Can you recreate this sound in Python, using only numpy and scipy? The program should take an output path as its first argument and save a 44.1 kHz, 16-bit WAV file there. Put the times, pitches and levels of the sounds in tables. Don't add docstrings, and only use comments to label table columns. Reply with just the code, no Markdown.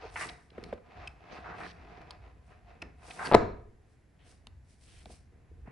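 import sys
import numpy as np
from scipy import signal
from scipy.fft import rfft, irfft, next_fast_len
from scipy.io import wavfile
from scipy.ndimage import map_coordinates

SR = 44100
rng = np.random.default_rng(int(sys.argv[2]) if len(sys.argv) > 2 else 0)


def inscribe(sig):
    pcm = np.round(np.clip(np.atleast_2d(sig).T, -1, 1) * 32767)
    wavfile.write(sys.argv[1], SR, pcm.astype(np.int16))


N = 252159

# start_s, hold_s, rub_db, flex_db
PUSHES = [(.015, 0.0485, -50, -65.5), (0.182, 0.1136, -50.5, -58.5), (0.57, 0.1564, -57, -55),
          (0.885, .03, -60, -62.5), (0.976, .07, -52, -62), (1.085, .03, -63.5, -71.5),
          (1.203, 0.074, -60, -64.5), (1.315, 0.052, -47.5, -53.5), (1.447, 0.109, -51, -53),
          (1.586, .05, -48.5, -54), (1.794, .06, -56.5, -60.5), (1.9, .125, -55.5, -61.5),
          (2.086, 0.0605, -57, -63), (2.251, 0.0276, -59, -60), (2.377, .04, -70.5, -74),
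          (2.516, 0.0221, -60, -68.5), (2.706, .03, -58.5, -69), (2.839, 0.0117, -57.5, -52),
          (3.059, .05, -54, -61.5), (3.22, .07, -42.5, -50), (3.827, .12, -79, -79),
          (4.226, 0.106, -70.5, -71), (4.475, 0.016, -73, -71), (4.88, 0.12, -79.5, -72),
          (5.082, .045, -67.5, -62), (5.327, .3, -77, -70.5), (5.69, .025, -69.5, -57)]
PUSH_RISE_DB_PER_S, PUSH_FALL_DB_PER_S = 209, 187


def amp(db):
    return 10 ** (np.asarray(db) / 20)


def unit(x):
    return x / np.sqrt(np.mean(x ** 2) + 1e-20)


def along(points, hz):
    freqs_hz, values = np.transpose(points)
    return np.interp(np.log(hz + 1), np.log(freqs_hz + 1), values)


def wobble(rate_hz, size=N):
    knots = rng.standard_normal(int(size * rate_hz / SR) + 4)
    return map_coordinates(knots, [np.arange(size) * rate_hz / SR])


def filtered(x, response):
    size = x.shape[-1]
    padded = next_fast_len(size + 8192)
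    return irfft(rfft(x, padded) * response(np.fft.rfftfreq(padded, 1 / SR)), padded)[..., :size]


def rolloff(hz, cutoff_hz, order=6):
    return 1 / (1 + (hz / cutoff_hz) ** order)


def resonance(f, centre, width):
    return 1j * f * width / (centre ** 2 - f * f + 1j * f * width)


def coloured(x, spectrum):
    return unit(filtered(x, lambda hz: amp(along(spectrum, hz))))


def spread(pair, alike=None):
    # freq_hz, correlation
    direct = [(100, 0.941), (500, 0.48), (1000, .74), (2000, 0.39), (3300, 0.84), (9000, 0.17)]
    angle = lambda hz: np.arccos(np.clip(along(alike or direct, hz), -1, 1)) / 2
    mid, side = filtered(pair, lambda hz: np.array([np.cos(angle(hz)), np.sin(angle(hz))]))
    return unit(np.array([mid + side, mid - side]))


def add(track, start_s, sound):
    start = max(round(start_s * SR), 0)
    part = track[..., start:start + sound.shape[-1]]
    part += sound[..., :part.shape[-1]]


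def ring(t, hz, t60_s, attack_s):
    return np.sin(2 * np.pi * hz * t) * amp(-60 * t / t60_s) * (1 - np.exp(-t / attack_s))


def burst(t, spectrum, t60_s):
    noise = spread(rng.standard_normal((2, len(t))))
    shape = lambda hz: amp(along(spectrum, hz))
    puff = np.pad(noise * amp(-60 * t / t60_s), ((0, 0), (16, 0)))[:, :len(t)]
    return filtered(puff, shape) / np.std(filtered(noise, shape))


def stroke(t, length_s, edge_s):
    return (1 - np.exp(-t / edge_s)) * np.exp(-np.maximum(t - length_s, 0) / edge_s)


def swells(moves, rise_db_per_s, fall_db_per_s):
    t, power = np.arange(N) / SR, np.zeros(N)
    for start_s, hold_s, level_db in moves:
        before_db = rise_db_per_s * np.maximum(start_s - t, 0)
        after_db = fall_db_per_s * np.maximum(t - start_s - hold_s, 0)
        power += amp(level_db - before_db - after_db) ** 2
    return np.sqrt(power)


def slips(rate_hz, scatter_db, hiss, size=N):
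    slipping = rng.random(size) < rate_hz / SR
    kicks = slipping * amp(scatter_db * np.clip(rng.standard_normal(size), -2, 2))
    grains = unit(kicks * rng.standard_normal((2, size)))
    return spread(grains + hiss * rng.standard_normal((2, size)))


def room(x, wet_db):
    # freq_hz, t60_s
    decay = [(60, 1), (200, 0.4404), (600, 0.47), (2500, 0.4577), (6000, 0.38), (11000, 0.1232)]
    # freq_hz, level_db
    colour = [(50, 1.5), (150, 3.5), (400, 0.5), (900, -1.5), (2000, 0.5), (3200, -12), (4500, -3.5),
              (7000, -3.5), (10000, -3)]
    # freq_hz, correlation
    diffuse = [(100, .93), (300, 0.88), (600, 0.089), (2000, 0.41), (3300, 0.96), (9000, .4)]
    hz, t, bands = signal.stft(rng.standard_normal((2, int(SR * .8))), SR, nperseg=256)
    bands *= amp(-60 * t / along(decay, hz)[:, None])
    tail = spread(signal.istft(bands, SR, nperseg=256)[1], diffuse)
    tail *= 1 - np.exp(-np.arange(tail.shape[1]) / SR / 0.0037)
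    tail = filtered(tail / np.linalg.norm(tail[0]), lambda f: amp(along(colour, f)))
    return x + amp(wet_db) * signal.fftconvolve(x.mean(axis=0)[None], tail, axes=1)[:, :N]


def background():
    # start_s, hold_s, level_db
    sways = [(.04, .28, -54.5), (.59, .15, -53.5), (.97, 0.111, -52), (1.31, .84, -57), (2.2, .16, -56),
             (2.45, .8, -58), (4.2, .22, -60), (4.49, 0.11, -53.5), (4.89, 0.2035, -54.5),
             (5.2, .22, -58.5), (5.52, .14, -51)]
    # freq_hz, level_db
    rumble_spectrum = [(15, -24), (35, -13.5), (58, 2), (85, -3), (130, -13), (200, -27), (400, -65.5)]
    # freq_hz, level_db
    air_spectrum = [(20, -15.5), (60, -9), (150, -13), (250, -16), (400, -23), (700, -26), (1300, -34.5),
                    (1580, -30), (1900, -29.5), (3200, -42), (8000, -45.5), (11000, -54.5)]
    rest_db, air_db, whine_db, whine_hz = -65.5, -65.5, -91, 11025
    sway = np.hypot(amp(rest_db), swells(sways, rise_db_per_s=238, fall_db_per_s=129))
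    rumble = sway * coloured(spread(rng.standard_normal((2, N))), rumble_spectrum)
    air = amp(air_db) * coloured(spread(rng.standard_normal((2, N))), air_spectrum)
    whine = amp(whine_db) * np.sin(2 * np.pi * whine_hz * np.arange(N) / SR)
    return rumble + air + whine


def gliding():
    # start_s, hold_s, level_db
    glides = [(.02, 0.045, -82.5), (.165, 0.059, -56), (.21, 0.0155, -45.5), (.35, 0.101, -75.5),
              (.63, 0.065, -79), (1.07, 0.045, -83), (1.335, .05, -77.5), (1.6, 0.078, -68),
              (2.47, 0.036, -80), (3.07, 0.122, -57.5), (3.255, 0.006, -48), (3.9, .03, -80.5),
              (4.28, 0.0395, -65.5), (4.705, 0.0168, -69), (4.83, .03, -65), (4.89, 0.136, -65.5),
              (5.11, 0.0207, -60)]
    # freq_hz, level_db
    skin = [(1470, -21), (2500, -13), (3140, -16.5), (5600, -13), (7170, -19), (8070, -13), (9660, -13.5),
            (11000, -21.5), (14300, -52.5), (22000, -120)]
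    gain = swells(glides, rise_db_per_s=300, fall_db_per_s=201.5)
    return gain * coloured(slips(rate_hz=4000, scatter_db=-1, hiss=.23), skin)


def flexing():
    # freq_hz, level_db
    spectrum = [(60, -17.5), (150, 3.5), (300, -2), (450, 2.5), (700, -19.5), (1500, -52.5)]
    bends = [(start_s, hold_s, flex_db) for start_s, hold_s, _, flex_db in PUSHES]
    gain = swells(bends, PUSH_RISE_DB_PER_S, PUSH_FALL_DB_PER_S)
    return gain * coloured(slips(rate_hz=400, scatter_db=8.5, hiss=.2), spectrum)


def rubbing():
    # centre_hz, width_hz, level_db
    cavities = [(445, 160, 3), (707.1, 116.4, 16.5), (963, 110, 7), (1213.4, 34, 6), (1900, 400, -18.5),
                (2540, 83, 5), (3450, 450, -23.5), (4800, 2400, -21)]
    # freq_hz, level_db
    rubber = [(150, -20.5), (400, -10), (800, -8), (1500, -4.5), (2400, -4.5), (3200, -30), (5500, -35.5),
              (7000, -50.5), (11000, -59)]
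    rubs = [(start_s, hold_s, rub_db) for start_s, hold_s, rub_db, _ in PUSHES]
    gain = swells(rubs, PUSH_RISE_DB_PER_S, PUSH_FALL_DB_PER_S)
    grip = amp(1.5 * wobble(rate_hz=45))
    body = lambda f: sum(amp(db) * resonance(f, hz, width_hz) for hz, width_hz, db in cavities)
    friction = slips(rate_hz=2200, scatter_db=3, hiss=.7)
    hollow = unit(filtered(friction, lambda f: body(f) * rolloff(f, cutoff_hz=5600)))
    rasp = coloured(slips(rate_hz=1500, scatter_db=3, hiss=.6), rubber)
    return gain * grip * (amp(-1.5) * hollow + amp(-7) * rasp)


def drags():
    # start_s, length_s, level_db, centre_hz
    events = [(.01, 0.0944, -64, 4660), (0.157, 0.00803, -34.5, 2140), (.165, 0.09, -42.5, 1986),
              (0.209, 0.032, -38.5, 2096), (0.288, 0.0099, -42.5, 4110), (0.502, 0.0048, -57, 3800),
              (.638, 0.00451, -45.5, 4180), (1.318, 0.047, -59.5, 4720), (1.441, 0.1135, -47, 1510),
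              (1.6036, 0.0028, -40.5, 1230), (1.606, 0.0627, -46, 1836), (1.634, 0.0857, -56.5, 4360),
              (2.819, 0.00975, -44, 2297), (3.107, 0.0083, -45, 3670), (3.189, 0.0894, -39, 1592),
              (4.19, .1, -71.5, 3200), (4.872, 0.15, -67.5, 3301), (5.66, 0.0565, -61, 1965)]
    # freq_ratio, width_ratio, level_db
    modes = [(.54, 0.27, -3), (1, .2, 0), (1.33, 0.15, -3.5)]
    out, t = np.zeros((2, N)), np.arange(SR // 5) / SR
    for start_s, length_s, level_db, centre_hz in events:
        body = lambda f: sum((-1) ** k * amp(db) * resonance(f / centre_hz, ratio, width)
                             for k, (ratio, width, db) in enumerate(modes))
        friction = slips(rate_hz=2500, scatter_db=2, hiss=.6, size=len(t))
        rasp = unit(filtered(friction, lambda f: body(f) * rolloff(f, 1.4 * centre_hz)))
        add(out, start_s, amp(level_db) * rasp * stroke(t, length_s, edge_s=.00039))
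    return out


def squeaks():
    # start_s, length_s, level_db, slip_hz, glide_octaves
    events = [(0.032, 0.0074, -76, 510, -0.057), (0.033, 0.0262, -46.5, 472, -0.074),
              (1.073, 0.0034, -45.5, 3180, -0.068), (1.0735, 0.0078, -41, 2605, -0.047),
              (2.106, 0.00128, -47, 3720, -0.183), (2.111, 0.00177, -46.5, 4560, -0.12),
              (2.818, .008, -41, 2655, -0.026), (3.107, 0.0057, -46, 2570, -0.00078),
              (3.251, 0.0244, -47, 4600, -0.021)]
    out, t = np.zeros(N), np.arange(SR // 20) / SR
    for start_s, length_s, level_db, slip_hz, glide_octaves in events:
        glide = 2 ** (glide_octaves * np.minimum(t / length_s, 2))
        jitter = 1 + .031 * wobble(slip_hz / 3, size=len(t))
        phase = 2 * np.pi * np.cumsum(slip_hz * glide * jitter) / SR
        noise = unit(filtered(rng.standard_normal(len(t)), lambda f: rolloff(f, 4 * slip_hz, order=4)))
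        spit = noise * (1 + np.cos(phase))
        tone = np.sin(phase) + amp(-16.5) * np.sin(2 * phase) + amp(-22.5) * spit
        flutter = amp(.58 * wobble(rate_hz=699.5, size=len(t)))
        add(out, start_s, amp(level_db) * unit(tone * flutter) * stroke(t, length_s, edge_s=.00062))
    return out


def ticks():
    # start_s, level_db, pitch_hz
    events = [(0.505, -62, 3530), (0.639, -35.5, 4030), (0.658, -60.5, 2290), (0.738, -45.5, 3160),
              (1.076, -33, 5100), (2.017, -49, 4600), (2.108, -30.5, 4680), (2.822, -32, 5048),
              (3.26, -33, 4877), (3.2621, -32.5, 4800), (3.271, -27, 4860), (4.4699, -32.5, 2950),
              (5.057, -38.5, 3507), (5.104, -59.5, 4500)]
    # freq_hz, level_db
    spit_spectrum = [(300, -1.5), (1200, 4.5), (4000, 10.5), (7000, -4.0), (10500, -3.5)]
    out, t = np.zeros((2, N)), np.arange(SR // 30) / SR
    for start_s, level_db, pitch_hz in events:
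        spit = burst(t, spit_spectrum, t60_s=.0073)
        ping = ring(t, pitch_hz, t60_s=.0035, attack_s=.0002)
        add(out, start_s, amp(level_db) * (ping + .45 * spit))
    return out


def plops():
    # start_s, level_db, nominal_hz, decay_48db_s
    events = [(0.5799, -24, 462.6, 0.022), (.7268, -20, 571.2, 0.0284), (0.7777, -35.5, 590, 0.0067),
              (1.602, -43.5, 620, 0.0045), (2.826, -31, 653, 0.0125), (4.47, -37, 1013, 0.0074),
              (5.057, -33.5, 694, 0.0144), (5.102, -38.5, 726, 0.0212), (5.673, -37.5, 775, 0.0189),
              (5.677, -39, 189.4, 0.0465)]
    # freq_hz, level_db
    smack_spectrum = [(200, -3.0), (900, 14.0), (2500, 4.5), (5000, -22.5), (10000, -23.5)]
    taut_ratio, slack_ratio, relax_s, attack_s = 1.2, .5, .009, .0024
    out, t = np.zeros((2, N)), np.arange(SR // 6) / SR
    warped_s = slack_ratio * t + (taut_ratio - slack_ratio) * relax_s * (1 - np.exp(-t / relax_s))
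    sway = ring(t, hz=225, t60_s=.056, attack_s=.0022)
    for start_s, level_db, nominal_hz, decay_48db_s in events:
        envelope = amp(-48 * t / decay_48db_s) * (1 - np.exp(-t / attack_s))
        thud = np.sin(2 * np.pi * nominal_hz * warped_s) * envelope
        smack = burst(t, smack_spectrum, t60_s=.0393)
        add(out, start_s, amp(level_db) * (1.1 * thud + .23 * sway + .1 * smack))
    return out


def flop():
    # start_s, level_db, pitch_ratio, crack_db
    contacts = [(3.3148, -12, 1.35, -26.5), (3.323, -11, 0.95, -11), (3.329, -11.5, 1.2, -19.5),
                (3.336, -12.5, 1.3, -1.5), (3.344, -3.5, 1.3, -5), (3.348, 6.5, 1, -3.5),
                (3.362, -17, 1, -21)]
    # freq_hz, level_db, t60_s, left_minus_right_db
    modes = [(121.7, -25.5, 0.097, 4), (255, -14, 0.022, 5), (442.66, -2.5, .019, 2),
             (532.5, -7.5, .012, 0.5), (641.7, 4, 0.011, 4.5), (908.5, -5.5, 0.016, 7),
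             (1204, -12, 0.013, 7), (2000, -12.5, .009, -2.5)]
    # freq_hz, level_db
    crack_spectrum = [(500, -10), (1500, -2.5), (2800, -2.5), (3900, -1.5), (5200, -15.5), (8000, -14),
                      (9500, -12), (11000, -27)]
    out, t = np.zeros((2, N)), np.arange(SR // 6) / SR
    impulse = np.roll(t == 0, 16) * 1.
    spike = coloured(impulse, crack_spectrum) / np.sqrt(len(t))
    sides = np.array([[.5], [-.5]])
    for start_s, level_db, pitch_ratio, crack_db in contacts:
        thud = np.zeros((2, len(t)))
        for hz, mode_db, t60_s, pan_db in modes:
            gain = amp(mode_db + rng.normal(0, .21) + sides * pan_db)
            thud += gain * ring(t, hz * pitch_ratio, t60_s, attack_s=.0009)
        cutoff_hz = 4200 + 3500 * amp(level_db)
        puff = 3.6 * spike + .3 * burst(t, crack_spectrum, t60_s=.012)
        crack = filtered(puff, lambda f: rolloff(f, cutoff_hz))
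        add(out, start_s, amp(level_db) * (thud + .53 * amp(crack_db) * crack))
    return np.array([out[0], np.roll(out[1], 2)])


def scene():
    friction = room(rubbing() + flexing() + gliding() + drags(), wet_db=-9)
    accents = room(squeaks() + ticks() + plops(), wet_db=-16)
    landing = room(flop(), wet_db=-15)
    return friction + accents + landing + background()


def record(dry):
    ceiling, top_hz = .93, 11170
    clipped = dry / (1 + np.abs(dry / ceiling) ** 6) ** (1 / 6)
    return filtered(clipped, lambda hz: hz < top_hz)


dry = scene()
out = record(dry)
inscribe(out)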